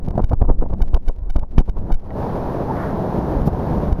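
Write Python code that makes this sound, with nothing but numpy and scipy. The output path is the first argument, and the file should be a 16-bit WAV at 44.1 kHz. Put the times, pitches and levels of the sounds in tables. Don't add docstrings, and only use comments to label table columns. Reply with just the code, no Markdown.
import sys
import numpy as np
from scipy import signal
from scipy.fft import rfft, irfft
from scipy.io import wavfile

SR = 44100
rng = np.random.default_rng(int(sys.argv[2]) if len(sys.argv) > 2 else 0)


def generate_wav(signal):
    frames = np.transpose(np.atleast_2d(signal))
    scaled = np.clip(frames, -1, 1) * 32767
    pcm = np.round(scaled).astype(np.int16)
    wavfile.write(sys.argv[1], SR, pcm)


N = 176400
TIME_S, BIN_HZ = np.arange(N) / SR, np.fft.rfftfreq(N, 1 / SR)
BAND_EDGE_HZ = 15900

# time in seconds, level in dB.
RUSH_ENVELOPE = [(0, -55.5), (.2, -51), (.4, -52), (.9, -51), (1.2, -60.5), (1.7, -55.5), (1.87, -49.5),
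                 (1.97, -45.5), (2.09, -50), (2.18, -36.5), (2.75, -36.5), (3.35, -36), (3.51, -37),
                 (3.63, -37), (3.85, -35.5), (4, -41)]
HEAVE_ENVELOPE = [(0, -35), (.2, -35.5), (.32, -24.5), (.6, -20.5), (.85, -31.5), (1.2, -34), (1.5, -32),
                  (1.85, -36), (2.1, -36.5), (2.6, -44.5), (3.2, -42.5), (3.7, -42), (4, -34.5)]
FLUTTER_ENVELOPE = [(0, -42.5), (.14, -38.5), (.22, -42.5), (.45, -32), (.75, -33), (1.02, -42),
                    (1.2, -64.5), (1.55, -43.5), (1.9, -42.5), (2.2, -49.5), (2.9, -46), (3.4, -37),
                    (3.7, -39.5), (3.9, -34.5), (4, -38)]
# frequency in Hz, relative density in dB.
RUSH_SPECTRUM = [(20, -16), (70, -1), (140, 4.5), (250, 1.5), (400, 0.5), (680, -2.5), (950, -5.5),
                 (1250, -16.5), (1600, -21), (2000, -29.5), (2700, -36), (4200, -38.5), (6000, -43.5),
                 (9500, -47.5), (14000, -44.5), (15200, -63)]
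HISS_SPECTRUM = [(500, -34), (1100, 8), (1900, -1.5), (2500, -19.5), (6000, -30)]
BUZZ_SPECTRUM = [(500, -14), (4000, -1), (9000, -5), (13500, -1), (15200, 10.5), (15800, -15)]
HEAVE_SPECTRUM = [(5, 7.5), (15, 1), (28, -1), (55, -9), (90, -17.5), (160, -33), (400, -35.5),
                  (1500, -100)]
FLUTTER_SPECTRUM = [(20, -15), (60, 7.5), (120, -2), (200, -0.5), (350, -13.5), (700, -23), (1100, -53),
                    (2000, -64.5), (5000, -70)]
THUD_SPECTRUM = [(40, -19.5), (110, -2), (200, 8), (320, -14), (600, -26.5), (2000, -70)]
CRACK_SPECTRUM = [(100, -5.5), (900, 4.5), (2000, -2), (3500, -10), (6000, -18), (10000, -26), (16000, -30)]
BURST_SPECTRUM = [(30, -13), (100, 6.5), (250, 1.5), (500, -2), (900, -5), (1300, -21), (2000, -38),
                  (3000, -53.5), (6000, -58.5), (16000, -83)]
# start in seconds, level in dB.
TAP_HITS = [(2.106, -51.5), (2.769, -50)]
# frequency in Hz, gain in dB, 60 dB decay time in seconds.
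TAP_RESONANCES = [(1330, -6, 0.037), (1920, 1, 0.024), (2150, -10, 0.025), (2960, -19, 0.043)]
# centre in seconds, half width in seconds, level in dB.
THUD_SWELLS = [(1.598, .012, -23), (2.93, 0.0072, -36.5), (3.183, 0.015, -35), (3.235, 0.0081, -33.5),
               (3.274, 0.01, -34.5), (3.365, 0.02, -36), (3.475, 0.012, -34.5), (3.778, .014, -33.5)]
CRACK_SWELLS = [(.946, 0.0018, -31), (1.587, 0.0029, -25.5)]
BURST_SWELLS = [(.082, 0.0049, -35), (.112, 0.0064, -37), (.150, 0.018, -39.5), (.184, 0.0089, -30),
                (.196, .008, -28), (.238, 0.0067, -32.5), (.320, 0.0087, -24.5), (.335, 0.0094, -22),
                (.423, 0.0095, -18.5), (.448, 0.0053, -16.5), (.498, 0.014, -13.5), (.592, 0.0065, -33),
                (.625, 0.018, -26), (.660, 0.008, -24), (.708, 0.007, -26.5), (.736, 0.0084, -30.5),
                (.805, 0.0046, -31), (.835, 0.004, -32), (.945, 0.0064, -24.5), (.959, 0.01, -19.5),
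                (1.080, 0.0016, -35), (1.100, 0.0082, -31), (1.361, .0024, -25.5), (1.380, 0.008, -35.5),
                (1.429, 0.013, -29.5), (1.587, 0.0036, -21), (1.610, 0.0088, -19.5), (1.688, 0.0073, -29.5),
                (1.770, 0.009, -37.5), (1.906, 0.011, -39), (3.485, 0.0063, -22.5)]
# centre in seconds, level in dB, half width in seconds.
PRESSURE_PULSES = [(.109, -22, .004), (.156, -23, 0.0017), (.244, -11, .0045), (.298, -21, 0.0074),
                   (.333, -12, 0.002), (.377, -12.5, 0.0078), (.420, -1.5, 0.0038), (.437, -11, 0.0047),
                   (.51, -3, 0.0052), (.595, -4, 0.0086), (.671, -13.5, 0.0092), (.738, -16.5, 0.001),
                   (.823, -9.5, 0.0073), (.885, -18, 0.014), (.947, -5.5, 0.0048), (1.089, -11.5, 0.0082),
                   (1.223, -23.5, 0.0076), (1.308, -17, .009), (1.366, -13, .0046), (1.431, -12.5, .004),
                   (1.589, -7.5, 0.0063), (1.607, -14.5, 0.00078), (1.697, -13.5, 0.0045),
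                   (1.770, -23.5, 0.0077), (1.926, -14.5, 0.0069), (3.484, -20.5, .002),
                   (3.928, -16.5, 0.0032)]
SUCTION_PULSES = [(.082, -22, .0012), (.222, -19, .005), (.310, -14.5, 0.0021), (.339, -8.5, 0.0021),
                  (.401, -11.5, 0.014), (.459, -7.5, 0.0078), (.485, -4, 0.0067), (.550, -15, 0.008),
                  (.617, -22.5, 0.0091), (.721, -19.5, 0.0052), (.972, -13.5, 0.0085), (1.358, -24, 0.0021),
                  (1.395, -12, 0.0082), (1.582, -13.5, .0014), (1.608, -10.5, 0.015),
                  (1.687, -24.5, 0.0017), (1.951, -7.5, .011), (3.371, -20.5, 0.0027),
                  (3.418, -20.5, 0.0034), (3.548, -22.5, 0.0023), (3.889, -29, .003),
                  (3.920, -25.5, 0.0036)]
# frequency in Hz, gain in dB.
MIC_RESPONSE = [(2, -21.5), (14, 1.5), (30, 0), (3000, -2.5), (6000, -3), (7100, -8), (7700, -16),
                (8100, -17), (8700, -7), (10000, -3.5), (14000, -5), (16000, -23.5)]


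def amp(db):
    return 10 ** (np.asarray(db) / 20)


def unit_rms(x):
    return x / np.sqrt(np.mean(x ** 2) + 1e-20)


def envelope(rows):
    return amp(np.interp(TIME_S, *np.transpose(rows)))


def bell(centre_s, half_width_s, peak_db):
    return amp(peak_db) * np.exp(-((TIME_S - centre_s) / half_width_s) ** 2)


def swells(rows):
    power = sum(amp(db) ** 2 / (1 + ((TIME_S - centre_s) / half_width_s) ** 2 / 2) ** 4
                for centre_s, half_width_s, db in rows)
    return np.sqrt(power)


def filtered(x, spectrum):
    hz, db = np.transpose(spectrum)
    gain = amp(np.interp(np.log(BIN_HZ + 1), np.log(hz + 1), db))
    return irfft(rfft(x) * gain, N)


def noise(spectrum):
    return unit_rms(filtered(rng.standard_normal(N), spectrum))


def band_noise(centre_hz, half_width_hz, order):
    rolloff = 1 + ((BIN_HZ - centre_hz) / half_width_hz) ** order
    return unit_rms(irfft(rfft(rng.standard_normal(N)) / rolloff, N))


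def turbulence(spectrum, rough_db, waver_hz):
    waver = np.clip(band_noise(0, waver_hz, order=4), -2, 2)
    return unit_rms(filtered(rng.standard_normal(N) * amp(rough_db * waver), spectrum))


def rush():
    even = envelope(RUSH_ENVELOPE) * turbulence(RUSH_SPECTRUM, rough_db=0.6, waver_hz=11)
    hiss = bell(centre_s=2.82, half_width_s=0.093, peak_db=-47.5) * noise(HISS_SPECTRUM)
    hollow = band_noise(centre_hz=874, half_width_hz=60, order=2)
    hoot = bell(centre_s=2.705, half_width_s=0.016, peak_db=-34.5) * hollow
    return even + hiss + hoot


def taps():
    t, hits = np.arange(SR // 10) / SR, np.zeros(N)
    for start_s, db in TAP_HITS:
        hits[round(start_s * SR)] = amp(db)
    ring = sum(amp(db - 60 * t / t60_s) * np.sin(2 * np.pi * hz * t) for hz, db, t60_s in TAP_RESONANCES)
    return signal.oaconvolve(hits, ring)[:N]


def electronic_buzz(centre_s=3.473, pitch_hz=525.3):
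    harmonics = sum(np.cos(2 * np.pi * (hz * (TIME_S - centre_s) + rng.random()))
                    for hz in np.arange(pitch_hz, BAND_EDGE_HZ, pitch_hz))
    return bell(centre_s, half_width_s=0.016, peak_db=-55) * unit_rms(filtered(harmonics, BUZZ_SPECTRUM))


def buffeting():
    heave = envelope(HEAVE_ENVELOPE) * noise(HEAVE_SPECTRUM)
    flutter = envelope(FLUTTER_ENVELOPE) * turbulence(FLUTTER_SPECTRUM, rough_db=1, waver_hz=44.7)
    return heave + flutter


def cracks():
    return swells(CRACK_SWELLS) * noise(CRACK_SPECTRUM)


def bursts():
    tearing = swells(BURST_SWELLS) * turbulence(BURST_SPECTRUM, rough_db=5.5, waver_hz=129)
    thuds = swells(THUD_SWELLS) * noise(THUD_SPECTRUM)
    return tearing + thuds


def shoves(pulses, wake_share=0.9):
    wake_lag, wake_spread = 1.4, 3.4
    out = np.zeros(N)
    for centre_s, db, half_width_s in pulses:
        near = abs(TIME_S - centre_s) < 20 * half_width_s
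        offset = (TIME_S[near] - centre_s) / half_width_s
        peak = np.exp(-abs(offset) ** 1.4)
        wake = np.exp(-((offset - wake_lag) / wake_spread) ** 2) / wake_spread
        out[near] += amp(db) * (peak - wake_share * wake) / (1 - wake_share / wake_spread)
    return out


def scene():
    gusts = shoves(PRESSURE_PULSES) - shoves(SUCTION_PULSES)
    return (gusts + bursts() + cracks() + buffeting() + rush() + taps() + electronic_buzz())[None]


def gain_control(x, start_db=10, max_db=15, down_db=0.97, up_db=1.0):
    limit_level, calm_level = 0.29, 0.23
    blocks_per_s, blocks_per_rise, hold_s, sensor_decay_s = 750, 4, 0.034, 0.0039
    block = (np.arange(N) * blocks_per_s / SR).astype(int)
    block_levels = np.bincount(block, abs(x)) / np.bincount(block)
    decay = np.exp(-1 / (sensor_decay_s * blocks_per_s))
    db, calm_blocks, sensed, gains = start_db, 0, 0, []
    for k, level in enumerate(block_levels):
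        gains.append(amp(db))
        sensed = max(level * gains[-1], sensed * decay)
        calm_blocks = 0 if sensed > calm_level else calm_blocks + 1
        if sensed > limit_level:
            db = max(db - down_db, 0)
        elif calm_blocks > hold_s * blocks_per_s and k % blocks_per_rise == 0:
            db = min(db + up_db, max_db)
    return np.array(gains)[block]


def record(dry):
    clipped = np.clip(dry[0] * gain_control(dry[0]), -1, 1)
    lowpass = signal.firwin(255, BAND_EDGE_HZ, window=("kaiser", 8), fs=SR)
    return signal.oaconvolve(filtered(clipped, MIC_RESPONSE), lowpass, "same")[None]


dry = scene()
out = record(dry)
generate_wav(out)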